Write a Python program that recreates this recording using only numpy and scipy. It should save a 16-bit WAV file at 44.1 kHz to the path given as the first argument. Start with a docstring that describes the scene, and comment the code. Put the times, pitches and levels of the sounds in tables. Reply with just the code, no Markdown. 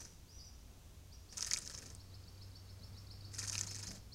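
"""A shallow stone basin in a wood, heard from close by, over a low outdoor rumble, faint hiss and a far engine.
First come the last wing beats of one bathing bout and long whistles from a bird in the trees behind.
A full bout then throws spray, and drops smack back into the water; quick calls follow, growing louder.
A second full bout, among slow calls, ends in a louder, rounder flap as the bather rises. Basin and trees echo.
The engine hums ever higher until just before the end, where its pitch eases a little."""
import sys
import numpy as np
from scipy import signal
from scipy.fft import rfft, irfft, next_fast_len
from scipy.io import wavfile
from scipy.ndimage import map_coordinates

SR = 44100
rng = np.random.default_rng(int(sys.argv[2]) if len(sys.argv) > 2 else 0)


def digitize_waveform(pressure):
    """Quantize a signal to 16-bit integers and store it at the path in sys.argv[1].

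    Rows of a 2-D input are taken as channels; values are limited to [-1, 1].
    """
    field = np.atleast_2d(pressure).T
    bounded = np.clip(field, -1, 1)
    quanta = np.round(bounded * 32767).astype(np.int16)
    wavfile.write(sys.argv[1], SR, quanta)


N = 182957  # length [samples]


def amp(db):
    """Decibels to gain."""
    return 10 ** (np.asarray(db) / 20)


def unit(x):
    """Scale to rms 1."""
    return x / np.sqrt(np.mean(x ** 2) + 1e-20)


def noise():
    """White noise of rms about 1."""
    return rng.standard_normal(N)


def along(points, hz):
    """Read (frequency [Hz], value) points on a log frequency axis."""
    f, v = np.transpose(points)
    return np.interp(np.log(hz + 1), np.log(f + 1), v)


def track(s, values):
    """One value per sample, joined by straight lines."""
    return np.interp(np.arange(N) / SR, s, values)


def wobble(rate, size=N):
    """A smooth random curve with the given number of knots a second."""
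    knots = rng.standard_normal(int(size * rate / SR) + 4)
    return map_coordinates(knots, [np.arange(size) * rate / SR])


def colour(x, points):
    """Causal minimum-phase filter with the given spectrum; white noise keeps its power."""
    m = 2 * next_fast_len(N // 2 + SR // 4)
    gain = unit(amp(along(points, np.fft.rfftfreq(m, 1 / SR))))
    # folding the cepstrum onto positive times makes the filter causal
    cepstrum = irfft(np.log(gain + 1e-6), m)
    cepstrum[1:m // 2] *= 2
    cepstrum[m // 2 + 1:] = 0
    return irfft(rfft(x, m) * np.exp(rfft(cepstrum)), m)[:N]


def echo(x, decay, delay):
    """A diffuse tail of energy 1, after a delay [s], in which each frequency dies at its own speed."""
    hz, t, z = signal.stft(rng.standard_normal(SR // 2), SR, nperseg=128)
    fade = amp(-60 * t / along(decay, hz)[:, None])
    tail = signal.istft(z * fade, SR, nperseg=128)[1]
    tail = tail / np.linalg.norm(tail)
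    return signal.fftconvolve(x, np.pad(tail, (int(delay * SR), 0)))[:N]


# Spectrum of the low outdoor rumble: (frequency [Hz], relative level [dB])
AIR_SPECTRUM = [(20, -3), (30, 3.5), (42, -3), (58, 7.5), (80, 1), (125, -6), (200, -11.5), (320, -16.5),
                (600, -21.5), (1200, -26), (2500, -36), (5000, -38.5)]
# Spectrum of the faint hiss: (frequency [Hz], relative level [dB])
HISS_SPECTRUM = [(500, -12.5), (1200, -14), (2500, -3.5), (3600, -2), (5000, -2.5), (6200, 0), (7800, -5.5),
                 (9400, -7), (9900, -12), (11000, -8), (15500, -13.5)]


def background(air_db=-58.0, hiss_db=-69.0):
    """Coloured noise: a low outdoor rumble of slightly drifting level and an even hiss."""
    rumble = amp(air_db + 0.79 * wobble(3.825)) * colour(noise(), AIR_SPECTRUM)
    return rumble + amp(hiss_db) * colour(noise(), HISS_SPECTRUM)


# The far engine: (time [s], firing rate before its small waver [Hz], level [dB])
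ENGINE_COURSE = [(0.0, 85.33, -64.5), (0.85, 87.5, -64.5), (1.502, 90.5, -64.5), (2.25, 95.2, -57.5),
                 (3.1, 98, -55), (3.55, 99.6, -51.5), (3.8, 100.5, -53.5), (4.03, 104.4, -60),
                 (4.15, 102.5, -59.5)]
# Spectrum of its dull roar: (frequency [Hz], relative level [dB])
ROAR_SPECTRUM = [(60, 1), (150, -3), (300, -6), (700, -15.5), (1200, -16), (2500, -23), (5000, -46)]


def engine(octave_db=-21, roar_db=-10):
    """A far engine: its firing tone with a weak octave and a dull roar swell together."""
    s, hz, db = np.transpose(ENGINE_COURSE)
    firing_hz = track(s, hz) * (1 + 0.0069 * wobble(6.1))
    phase = 2 * np.pi * np.cumsum(firing_hz) / SR
    flicker = amp(1.45 * wobble(11))
    tone = flicker * np.sqrt(2) * (np.sin(phase) + amp(octave_db) * np.sin(2 * phase))
    roar = amp(roar_db) * colour(noise(), ROAR_SPECTRUM)
    return amp(track(s, db)) * (tone + roar)


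def whistle(s, hz, db, overtone_db=-24, waver=0.012, flicker_db=2.0):
    """A nearly pure, slightly wavering tone with a weak octave."""
    at = np.arange(max(int(s[0] * SR), 0), min(int(s[-1] * SR), N))
    pitch_hz = np.interp(at / SR, s, hz) * (1 + waver * wobble(300, len(at)))
    phase = 2 * np.pi * np.cumsum(pitch_hz) / SR
    level = amp(np.interp(at / SR, s, db) + flicker_db * wobble(150, len(at)))
    tone = np.sin(phase) + amp(overtone_db) * np.sin(2 * phase)
    return np.bincount(at, level * tone, N)


def call(shape, s, db, slowness, pitch):
    """One note of the given shape, stretched and transposed, a little louder or softer every time."""
    t, hz, shape_db = np.transpose(shape)
    return whistle(s + slowness * t, pitch * hz, db + shape_db + rng.standard_normal())


# Long slurred whistles, one list each: (time [s], pitch before waver [Hz], level before the trees [dB])
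LONG_WHISTLES = [
    [(0.0, 5942, -47.5), (0.035, 5920, -55), (0.048, 5010, -62), (0.056, 4420, -66)],
    [(0.27, 4270, -82), (0.295, 4790, -58.5), (0.315, 5350, -64), (0.325, 5970, -60.5), (0.35, 5700, -58),
     (0.372, 6030, -56), (0.385, 5850, -55), (0.391, 4810, -56.5), (0.398, 4550, -55.5), (0.412, 5210, -55),
     (0.432, 4900, -57), (0.448, 6020, -59), (0.475, 5750, -54), (0.5, 4580, -69)],
]
# A quick call leaps up, arches and falls, before stretching and transposing:
# (time from its upward flick [s], pitch [Hz], relative level [dB])
QUICK_SHAPE = [(-0.013, 4085, -22), (-0.008, 4297, -7.5), (-0.003, 4550, -4.5), (0.0005, 4840, 0),
               (0.003, 5507, -6), (0.008, 5694, -5), (0.016, 5380, -9.5), (0.02, 4454, -26),
               (0.024, 4100, -33)]
# The soft flick and low slur leading into a quick call, before transposing:
# (time from the call's flick [s], pitch [Hz], relative level [dB])
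LEAD_SHAPE = [(-0.048, 4170, -36), (-0.043, 4620, -6.5), (-0.04, 5170, -7.5), (-0.037, 5520, -36),
              (-0.027, 3950, -16), (-0.012, 4160, -14.5)]
# A drawn-out call leaps up and holds its top, before stretching and transposing:
# (time from its upward flick [s], pitch [Hz], relative level [dB])
HELD_SHAPE = [(-0.012, 4050, -22), (-0.007, 4250, -9), (-0.002, 4550, -4), (0.001, 4850, -3),
              (0.003, 5560, -2), (0.008, 5620, -1), (0.016, 5350, -4), (0.02, 4450, -10),
              (0.023, 4150, -30)]
# Drawn-out calls: (time [s], level before scatter and trees [dB], slowness [factor], pitch [factor])
HELD_CALLS = [(1.129, -55, 1.6, 1.03), (1.300, -55.5, 1.3, 1.03), (1.740, -50.5, 1.35, 0.965),
              (3.689, -45, 1.75, 0.95), (3.867, -45.5, 1.6, 0.955), (4.131, -49, 1.48, 0.97)]


def songbird(pitch_scatter=0.0116, length_scatter=0.067, count=11):
    """A list of notes: long whistles, drawn-out calls and an even, growing series of quick calls with lead-ins."""
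    start_s, gap_s = 1.867, 0.1385
    start_db, growth_db_per_s = -53.2, 3
    notes = [whistle(*np.transpose(rows)) for rows in LONG_WHISTLES]
    notes += [call(HELD_SHAPE, *row) for row in HELD_CALLS]
    for since in gap_s * np.arange(count):
        s, db = start_s + since, start_db + growth_db_per_s * since
        pitch = 0.96 * rng.normal(1, pitch_scatter)
        slowness = 0.92 * rng.normal(1, length_scatter)
        lead = call(LEAD_SHAPE, s, db, 1, pitch)
        notes.append(lead + call(QUICK_SHAPE, s, db, slowness, pitch))
    return notes


# How long the woods ring: (frequency [Hz], time to fall by 60 dB [s])
WOODS_DECAY = [(500, 0.74), (5000, 0.62), (12000, 0.21)]


def through_trees(note, direct_db=-3.0, leaves_db=-7, woods_db=-5.5):
    """Near trunks and leaves blur a note and the woods answer it, a little differently each time."""
    leaves = echo(note, [(5000, 0.088)], delay=0.0014)
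    near = amp(direct_db) * note + amp(leaves_db) * leaves
    return near + amp(woods_db) * echo(near, WOODS_DECAY, delay=0.008)


# Runs of even wing strokes; a full bout has slower ones as the bird ducks, then it shakes faster:
# (first stroke [s], end [s], stroke rate [strokes/s])
STROKE_RUNS = [(0.001, 0.065, 22.5), (1.323, 1.525, 21.7), (1.532, 1.92, 24.55), (3.334, 3.54, 21.5),
               (3.544, 3.97, 24.85)]


def stroke_times():
    """When the wings come down [s]."""
    return np.concatenate([np.arange(start, end, 1 / rate) for start, end, rate in STROKE_RUNS])


# How hard the wings hit the water, one curve per bout: (time [s], level before each layer's gain [dB])
BOUT_EFFORT = [
    [(0.0, -52.5), (0.06, -56.5), (0.18, -68)],
    [(1.3, -58), (1.375, -42), (1.46, -41.5), (1.53, -42.5), (1.615, -51.5), (1.69, -48.5), (1.86, -55.5),
     (1.96, -62)],
    [(3.3, -55.5), (3.38, -42), (3.5, -41.5), (3.58, -44.5), (3.64, -48.5), (3.87, -47), (3.95, -54.5),
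     (3.99, -60)],
]


def effort(s):
    """The bird's effort [dB] at the given times; practically nothing between bouts."""
    curves = [np.interp(s, *np.transpose(bout), left=-140, right=-140) for bout in BOUT_EFFORT]
    return np.max(curves, axis=0)


def pushes(times, db, attack, t60, hold=0.0084):
    """Strokes rise quickly, hold while the wing is in the water and die away (all in s); their powers add."""
    t = np.arange(SR // 2) / SR
    shape = (1 - np.exp(-t / attack)) * amp(-60 * np.maximum(t - hold, 0) / t60)
    power = np.bincount(np.round(times * SR).astype(int), amp(db) ** 2, N)[:N]
    return np.sqrt(np.abs(signal.fftconvolve(power, shape ** 2)[:N]))


# Spectrum of the air from each stroke: (frequency [Hz], relative level [dB])
PUFF_SPECTRUM = [(60, -20), (130, 0), (190, -3.5), (300, -9), (500, -10), (1000, -23.5), (3000, -46)]
# Spectrum of the last flap: (frequency [Hz], relative level [dB])
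THUMP_SPECTRUM = [(70, -14), (130, -3.5), (190, 3), (250, -5.5), (340, -16.5), (600, -13.5), (2000, -45)]


def wings(puff_db=-61.5, attack=0.0027, t60=0.26):
    """Wet wings push air in a soft, low puff at every stroke, and in a louder thump as the bird rises."""
    times = stroke_times()
    puffs = pushes(times, np.full(len(times), puff_db), attack, t60)
    flap_s, flap_width_s, flap_db = 3.92, 0.062, -55
    flap = amp(flap_db) * np.exp(-((np.arange(N) / SR - flap_s) / flap_width_s) ** 2)
    return puffs * colour(noise(), PUFF_SPECTRUM) + flap * colour(noise(), THUMP_SPECTRUM)


def plinks(s, peak, hz, swell, rise, size, order):
    """Tiny bubbles: each swells (gentler at a higher order), rings for a few cycles at a rising pitch and dies."""
    t = np.arange(size) / SR
    u = t / swell[:, None]
    bend = 1 + rise * (np.tanh(u / 2) - 1)
    phase = hz[:, None] * t * bend + rng.random((len(s), 1))  # in cycles
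    envelope = peak[:, None] * (u * np.exp(1 - u)) ** order
    waves = envelope * np.sin(2 * np.pi * phase)
    at = np.round(np.abs(s) * SR).astype(int)[:, None] + np.arange(size)
    return np.bincount(at.ravel(), waves.ravel(), N)[:N]


def droplets(low_hz, high_hz, cycles, spread_db, count, size):
    """A steady stream of bubbles of uneven size and pitch, rms 1."""
    when, pitch, weight, life = rng.random((count, 4)).T
    hz = low_hz + (high_hz - low_hz) * pitch
    swell = cycles * 2 ** (2 * life - 1) / hz
    peak = amp(spread_db * weight ** 3) / np.sqrt(swell)  # most are small, a few are large
    return unit(plinks(when * N / SR, peak, hz, swell, rise=0.21, size=size, order=3))


# Spectrum of the fine droplets: (frequency [Hz], relative level [dB])
SPRAY_SPECTRUM = [(2000, -20.5), (3300, -43), (4200, -12.5), (5000, 0), (6800, 0), (7700, -5.5),
                  (9400, -7.5), (9750, -18.5), (10900, -11.5), (12300, -19), (12700, -22), (15800, -34)]
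# Spectrum of the churned water: (frequency [Hz], relative level [dB])
SLOSH_SPECTRUM = [(200, -22), (500, -11), (850, -7.5), (1500, -1), (2300, -3), (3100, -7.5), (3800, -5.5),
                  (5000, 2.5), (8000, -41)]


def strokes(slosh_db=-13, spray_db=-2, patter_db=-15, slosh_t60=0.13, slosh_grows=0.76):
    """Each stroke churns the water into larger bubbles and flings dense spray, which rains back as sparser ticks."""
    attack_s, spray_t60_s, fall_s = 0.0052, 0.09, 0.013  # fall_s: flight time of the spray
    times = stroke_times()
    db = effort(times) + 0.54 * rng.standard_normal(len(times))  # strokes differ slightly
    usual = np.median(db)
    churn_db = usual + slosh_grows * (db - usual) + slosh_db
    spray = pushes(times, db + spray_db, attack_s, spray_t60_s)
    slosh = pushes(times, churn_db, attack_s, slosh_t60)
    patter = amp(effort(np.arange(N) / SR - fall_s) + patter_db)
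    fine = droplets(3000, 16240, cycles=2.47, spread_db=18.5, count=18000, size=180)
    ticks = droplets(3550, 12970, cycles=2.65, spread_db=2, count=3500, size=180)
    bubbles = droplets(583.0, 5180, cycles=1.42, spread_db=11.0, count=5500, size=500)
    churn = (bubbles + 0.67 * noise()) * np.hypot(slosh, 0.23 * patter)
    return colour(fine * spray + ticks * patter, SPRAY_SPECTRUM) + colour(churn, SLOSH_SPECTRUM)


def stroke_drops(over_db=11, scatter_db=1.0, flight_s=0.014, centre_hz=6000, pitch_spread=0.074, count=2):
    """Every stroke also throws further drops that land just after it: (time [s], level [dB], pitch [Hz])."""
    s = np.repeat(stroke_times(), count)
    size, pitch = rng.standard_normal((len(s), 2)).T
    landing = s + flight_s * rng.random(len(s))
    db = effort(s) + over_db + scatter_db * size
    return np.column_stack([landing, db, centre_hz * np.exp(pitch_spread * pitch)])


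# Drops placed one by one, loud and soft; deep ones trap a large, low bubble:
# (time [s], level before each layer's gain [dB], bubble pitch [Hz])
PLACED_DROPS = [(1.3715, -28, 6320), (1.3814, -28, 6100), (1.4082, -22.5, 6000), (1.4263, -19.5, 5500),
                (1.4467, -24, 6000), (1.4646, -35, 5800), (1.512, -18.5, 5730), (1.5164, -29.5, 2070),
                (1.5346, -14.5, 6630), (1.5365, -36, 2350), (1.5388, -20, 4800), (1.5618, -33.5, 2330),
                (1.5709, -24.5, 7300), (1.5754, -22.5, 5560), (1.5875, -25.5, 8300), (1.6508, -36, 6510),
                (1.6761, -25.5, 5700), (1.7495, -30, 5870), (1.7765, -35, 6100), (1.8592, -39, 6340),
                (1.9026, -39, 5700), (1.9499, -36.5, 8300), (3.3412, -46, 5070), (3.4183, -42, 2400),
                (3.4244, -39, 5800), (3.4364, -43, 5660), (3.4764, -28, 6580), (3.4841, -33, 6010),
                (3.4975, -20.5, 5850), (3.5538, -28, 4270), (3.554, -32.5, 2660), (3.58, -20.5, 6100),
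                (3.5801, -37.5, 2500), (3.5841, -28, 5800), (3.5909, -25.5, 5530), (3.6113, -16.5, 6720),
                (3.6142, -26.5, 5600), (3.7468, -30, 6000), (3.7632, -32, 5827), (3.8709, -35, 6300)]
# Spectrum of the broad splat: (frequency [Hz], relative level [dB])
SPLAT_SPECTRUM = [(300, -17.5), (900, -15.5), (1600, -1), (2600, -3.5), (4200, -1.5), (7000, 4.5),
                  (9500, -15), (15000, -27)]


def drops(ring_db=-2.17, smack_db=-6, splat_db=-23, splat_t60=0.017):
    """A drop smacks the surface, traps a bubble that rings very briefly and leaves a short, broad splat of noise."""
    s, db, hz = np.vstack([PLACED_DROPS, stroke_drops()]).T
    swell = 1.33 / hz  # the bubble swells for 1.33 cycles
    ring = plinks(s, amp(db + ring_db), hz, swell, rise=0.032, size=300, order=1)
    hits = np.bincount(np.round((s + swell / 2) * SR).astype(int), amp(db), N)[:N]
    fade = amp(-60 * np.arange(SR // 10) / SR / splat_t60)
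    splats = signal.fftconvolve(hits, fade)[:N] * noise()
    smack = amp(smack_db) * colour(hits, SPRAY_SPECTRUM)
    return ring + smack + amp(splat_db) * colour(splats, SPLAT_SPECTRUM)


def scene(basin_db=-8.0, woods_db=-24):
    """The near basin answers the splashes almost at once, the trees later and faintly."""
    water = strokes() + drops()
    basin = amp(basin_db) * echo(water, [(1000, 0.038), (8000, 0.024)], delay=0.0007)
    trees = amp(woods_db) * echo(water, WOODS_DECAY, delay=0.01)
    song = sum(through_trees(note) for note in songbird())
    return (background() + engine() + song + wings() + water + basin + trees)[None]


def record(dry):
    """Band-limit the finished sound: nothing is kept above top_hz."""
    top_hz = 15830
    m = next_fast_len(N + SR // 2)
    kept = np.fft.rfftfreq(m, 1 / SR) < top_hz
    return irfft(rfft(dry, m) * kept, m)[..., :N]


dry = scene()
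out = record(dry)
digitize_waveform(out)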